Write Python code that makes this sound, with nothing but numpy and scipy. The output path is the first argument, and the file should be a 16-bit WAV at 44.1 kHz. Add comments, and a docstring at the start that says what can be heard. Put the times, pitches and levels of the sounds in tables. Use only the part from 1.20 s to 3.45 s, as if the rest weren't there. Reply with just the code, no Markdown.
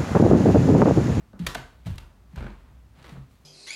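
"""Climbing wooden stairs

Four footsteps go up a staircase in a quiet house, the last two lighter. Each foot thumps a tread
and shakes the whole staircase; the sole clacks and scuffs, boards knock hollow and creak under load.
The stairwell answers with a short tail, over a low rumble."""
import sys
import numpy as np
from scipy import signal
from scipy.fft import rfft, irfft
from scipy.io import wavfile

SR = 44100
rng = np.random.default_rng(int(sys.argv[2]) if len(sys.argv) > 2 else 0)


def output_pcm(signal):
    """Save a mono or channel-first signal as 16-bit PCM at the path in sys.argv[1].

    Samples are clipped to [-1, 1] before scaling.
    """
    pcm = np.clip(np.atleast_2d(signal).T, -1, 1) * 32767
    wavfile.write(sys.argv[1], SR, np.round(pcm).astype(np.int16))


N = 99225


def undb(db):
    """Decibels to gain."""
    return 10 ** (np.asarray(db) / 20)


def unit(x):
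    """Scale to rms 1."""
    return x / np.sqrt(np.mean(x ** 2))


def along(points, hz):
    """Read a curve of (Hz, value) points on a log-frequency axis."""
    curve = np.array(points, float)
    return np.interp(np.log(np.maximum(hz, 1)), np.log(curve[:, 0]), curve[:, 1])


def colour(x, points, tilt_db=0, size=2048):
    """EQ of unit power that follows a curve, tilted by tilt_db per octave above 1500 Hz."""
    hz = np.fft.rfftfreq(size, 1 / SR)
    db = along(points, hz) + tilt_db * np.log2(np.maximum(hz, 1500) / 1500)
    cepstrum = irfft(np.log(unit(undb(db))))
    cepstrum[1:size // 2] *= 2  # minimum phase: nothing rings ahead of an attack
    cepstrum[size // 2 + 1:] = 0
    impulse = irfft(np.exp(rfft(cepstrum)))
    return signal.fftconvolve(x, impulse)[:len(x)]


def ring(modes, scale=1, sag=0, sag_s=0.0492):
    """Decaying sines of struck wood, tuned by scale; they start sharp by the share sag and sink."""
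    t = np.arange(SR) / SR
    clock = scale * (t + sag * sag_s * (1 - np.exp(-t / sag_s)))
    return sum(undb(db) * np.sin(2 * np.pi * hz * clock) * np.exp(-np.log(1000) * t / t60)
               for hz, db, t60 in modes)


def add(out, start, sound):
    """Mix a sound in at a start time in seconds."""
    i = max(int(start * SR), 0)
    out[i:i + len(sound)] += sound[:len(out) - i]


def house(level_db=-52):
    """Room tone: a steady low rumble and faint hiss."""
    # Spectrum of the quiet house. Each row: frequency in Hz, relative level in dB.
    room_tone = [(15, -76), (25, -13), (41, -31), (60, 8), (80, -17), (100, -5.5), (135, -15), (250, -17.5),
                 (400, -29), (1000, -31), (2100, -38), (6000, -45.5), (12000, -50), (16000, -50)]
    gain = undb(along(room_tone, np.fft.rfftfreq(N, 1 / SR)))
    rumble = irfft(rfft(rng.standard_normal(N)) * gain, N)
    return undb(level_db) * unit(rumble)


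def stairwell(x, wet_db=-1.5, build_s=0.018):
    """Reflections build up between the walls and fade, the bass and the very top first."""
    # Tone of the reverb. Each row: frequency in Hz, gain in dB.
    wall_tone = [(40, 2), (150, -2), (260, 2.5), (450, 1.5), (680, -7.5), (1000, -1), (1500, -4),
                 (2200, -4), (3500, -7.5), (7000, -7), (14000, -7)]
    # Length of the reverb. Each row: frequency in Hz, time to fall 60 dB in seconds.
    decay_times = [(100, 0.13), (700, 0.45), (3000, 0.35), (7000, 0.44), (14000, 0.23)]
    t, hz = np.arange(SR) / SR, np.fft.rfftfreq(SR, 1 / SR)
    noise, tail = rfft(rng.standard_normal(SR)), 0
    octaves_hz = 62.5 * 2 ** np.arange(9)
    build = np.minimum(t / build_s, 1) ** 2
    for centre, solo in zip(octaves_hz, np.eye(len(octaves_hz))):
        crossover = along(np.c_[octaves_hz, solo], hz)
        band = irfft(noise * crossover * undb(along(wall_tone, hz)))
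        fade = build * np.exp(-np.log(1000) * t / along(decay_times, centre))
        tail = tail + band * fade / np.sqrt(np.sum(fade ** 2))
    return undb(wet_db) * signal.fftconvolve(x, tail)[:N]


def echo(wood, count=3):
    """Several stairwell tails, each fed the same wooden body but fresh grit, blend smoothly."""
    return sum(stairwell(wood + grit()) for _ in range(count)) / np.sqrt(count)


def scuffs(slips_per_s=1600, spread_db=-2.5):
    """The sole rubs the boards: dense tiny slips swell and die away."""
    # Rubs of the sole. Each row: start, rise and fall in seconds, level in dB,
    # treble tilt in dB per octave.
    rubs = [(0, 0.0067, 0.064, -64, -8.5), (0.132, 0.0052, 0.034, -54.5, -37),
            (0.195, 0.0094, 0.2, -52.5, 1), (0.647, 0.017, 0.049, -48.5, 1.5),
            (0.691, 0.012, 0.051, -54.5, 3.5), (0.8, 0.016, 0.2, -64.5, -19),
            (1.09, 0.056, 0.022, -63.5, 0.5), (1.15, 0.028, 0.11, -48.5, -1),
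            (1.22, 0.053, 0.022, -49, -9.5), (1.43, 0.04, 0.1, -64.5, -8), (1.719, 0.088, 0.074, -57, 0),
            (1.836, 0.023, 0.077, -51, 0.5), (1.895, 0.013, 0.051, -57, 2.5),
            (1.929, 0.045, 0.011, -53, -25), (2.08, 0.034, 0.13, -68.5, 6)]
    # Spectrum of the friction. Each row: frequency in Hz, relative level in dB.
    rub_tone = [(100, -11.5), (300, 2.5), (700, 3), (1500, -1), (2400, -3.5), (4200, -8), (5300, -17),
                (8500, -20), (13000, -26), (16000, -29)]
    out, t = np.zeros(N), np.arange(SR) / SR
    for start, rise, fall, db, tilt_db in rubs:
        slips = (rng.random(SR) < slips_per_s / SR) * rng.choice([-1, 1], SR)
        strength = undb(spread_db * np.minimum(rng.exponential(size=SR), 4))
        swell = np.minimum(t / rise, 1) * np.exp(-np.maximum(t - rise, 0) / fall)
        add(out, start, undb(db) * colour(unit(slips * strength) * swell, rub_tone, tilt_db))
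    return out


def creaks(rise_s=0.00028, fall_s=0.0041, pitch_spread=0.06):
    """A board gives under the weight in jerks: brief runs of tiny slips crunch through its modes."""
    # Jerks of the loaded board. Each row: start in seconds, level in dB.
    jerks = [(1.176, -36), (1.189, -43), (1.206, -34.5), (1.226, -36.5), (1.243, -38), (1.266, -37),
             (1.277, -55), (1.846, -45), (1.867, -59)]
    # Its resonances. Each row: frequency in Hz, relative level in dB, T60 in seconds.
    creak_modes = [(378, -5.5, 0.043), (467, -4, 0.019), (637, -1, 0.025), (810, 1, 0.027),
                   (1010, 2, 0.028), (1490, 10, 0.0099), (2130, 5, 0.0052), (3100, -5.5, 0.0047)]
    out, t = np.zeros(N), np.arange(SR // 10) / SR
    burst = (1 - np.exp(-t / rise_s)) * np.exp(-t / fall_s)
    for start, db in jerks:
        body = ring(creak_modes, 1 + pitch_spread * rng.standard_normal())[:len(t)]
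        slips = undb(db) * burst * rng.standard_normal(len(t))
        add(out, start, signal.fftconvolve(slips, body / np.sqrt(np.sum(body ** 2))))
    return out


def clacks(ring_db=-14, pitch_spread=0.013):
    """The sole hits wood: a sharp crack and a short woody ring, pitched by where it lands."""
    # Hits of the sole. Each row: start in seconds, level in dB, treble tilt in dB per octave,
    # decay of the crack in seconds, pitch in Hz.
    hits = [(0.132, -53.5, -8.5, 0.0014, 1500), (0.1924, -47, -1.5, 0.0093, 2000),
            (0.2652, -30, 0, 0.0072, 2950), (0.2673, -21, -2, 0.0059, 1904),
            (0.3479, -28.5, 0.5, 0.0013, 2220), (0.351, -23.5, -5, 0.004, 1500),
            (0.666, -44, -2.5, 0.014, 1700), (0.758, -52, 9, .002, 2400), (0.781, -37, -1.5, 0.0046, 2694),
            (1.159, -44.5, -2, 0.0049, 1950), (1.304, -46.5, -8, 0.0027, 2380),
            (1.826, -52.5, -2, 0.0065, 2420), (1.843, -44.5, -7, 0.0047, 1970),
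            (1.893, -44, -4.5, 0.0046, 1900)]
    # EQ of a clack. Each row: frequency in Hz, relative level in dB.
    clack_tone = [(100, -28), (380, -9), (900, -7.5), (1500, -2), (2300, -4.5), (3200, -1.5), (4400, -3),
                  (5300, -8.5), (7000, -7.5), (9000, -12), (13000, -13), (16000, -26)]
    # Ring of the contact. Each row: multiple of the pitch, relative level in dB, T60 in seconds.
    contact_modes = [(.73, -8, 0.028), (1, 0, 0.024), (1.42, -8, 0.0086), (1.82, 0.5, .012),
                     (2.25, -14.5, 0.0075)]
    out, t = np.zeros(N), np.arange(SR) / SR
    for start, db, tilt_db, decay, hz in hits:
        crack = rng.standard_normal(SR) * np.exp(-t / decay)
        pitch = hz * (1 + pitch_spread * rng.standard_normal())
        wood = undb(ring_db) * ring(contact_modes, pitch)
        add(out, start, undb(db) * colour(crack + wood, clack_tone, tilt_db))
    return out


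def grit():
    """The noisy detail of sole and board, with a new grain on every call."""
    return clacks() + creaks() + scuffs()


def knocks(push_s=0.0022):
    """A board sounds hollow as the foot slaps it flat."""
    # Slaps on a board. Each row: start in seconds, level in dB, pitch in Hz.
    slaps = [(0.134, -36.5, 594), (0.269, -27, 545), (0.3555, -17, 680), (0.667, -29, 660),
             (0.783, -37.5, 923), (1.897, -39, 750)]
    # Modes of the board. Each row: multiple of the pitch, relative level in dB, T60 in seconds.
    board_modes = [(.36, -11.5, 0.0436), (.64, -7.5, 0.022), (.93, -6.5, 0.015), (1, -2, 0.029),
                   (1.34, -8, .025), (2.1, -23, 0.048)]
    out, t = np.zeros(N), np.arange(SR) / SR
    attack = 1 - np.exp(-t / push_s)
    for start, db, hz in slaps:
        add(out, start, undb(db) * ring(board_modes, hz) * attack)
    return out


def thuds(sag=0.3514):
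    """The foot shakes the heavy staircase and rings a tread, whose pitch sinks as the weight comes on."""
    # Weight landing on a tread. Each row: start in seconds, settled tread pitch in Hz,
    # tread level in dB, staircase level in dB, rise time of the push in seconds.
    landings = [(0.139, 157.6, -43.5, -51, 0.00058), (0.1991, 136.5, -22.5, -72, 0.0036),
                (0.226, 70, -44, -27, 0.025), (0.257, 101, -35, -43.5, 0.0065),
                (0.364, 110.4, -38.5, -48, 0.0045), (0.432, 103, -51, -40, 0.012),
                (0.659, 87.4, -14.5, -34, 0.024), (0.667, 128.1, -25.5, -33.5, 0.0046),
                (0.699, 79.5, -23.5, -30.5, 0.0055), (0.815, 89.5, -47, -40, 0.0058),
                (1.134, 126.1, -33.5, -46, 0.0061), (1.168, 107.5, -32.5, -27.5, 0.0052),
                (1.212, 171, -34, -34.5, 0.0048), (1.238, 101.5, -37.5, -52, 0.0018),
                (1.264, 169.5, -39.5, -60, 0.0034), (1.504, 105.4, -46.5, -50.5, 0.0125),
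                (1.778, 120, -45.5, -48, 0.0075), (1.893, 176.5, -46.5, -56, 0.0032),
                (1.921, 121.2, -34, -53, 0.0045), (1.972, 114.7, -37, -44, 0.0022)]
    # Modes of a tread. Each row: multiple of the pitch, relative level in dB, T60 in seconds.
    tread_modes = [(1, 1, 0.19), (1.17, -4, 0.049), (1.43, -16.5, 0.038), (2.2, -30, 0.21)]
    # Boom of the whole staircase. Each row: frequency in Hz, relative level in dB, T60 in seconds.
    staircase_modes = [(45.9, -10.5, 0.8), (55.2, -40, 0.49), (69.5, 5.5, 0.18)]
    out, t = np.zeros(N), np.arange(SR) / SR
    for start, hz, tread_db, stair_db, push_s in landings:
        tread = undb(tread_db) * ring(tread_modes, hz, sag)
        boom = undb(stair_db) * ring(staircase_modes)
        attack = 1 - np.exp(-t / push_s)
        add(out, start, (tread + boom) * attack)
    return out


def scene():
    """The steps, their echo and the quiet house, in mono."""
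    background = house()
    wood = thuds() + knocks()
    return (wood + grit() + echo(wood) + background)[None]


def record(dry):
    """Trim the deepest bass and cut the very top steeply."""
    low_cut = signal.butter(3, 40, "high", fs=SR, output="sos")
    high_cut = signal.ellip(10, .2, 80, 15900, fs=SR, output="sos")
    return signal.sosfilt(high_cut, signal.sosfilt(low_cut, dry))


dry = scene()
out = record(dry)
output_pcm(out)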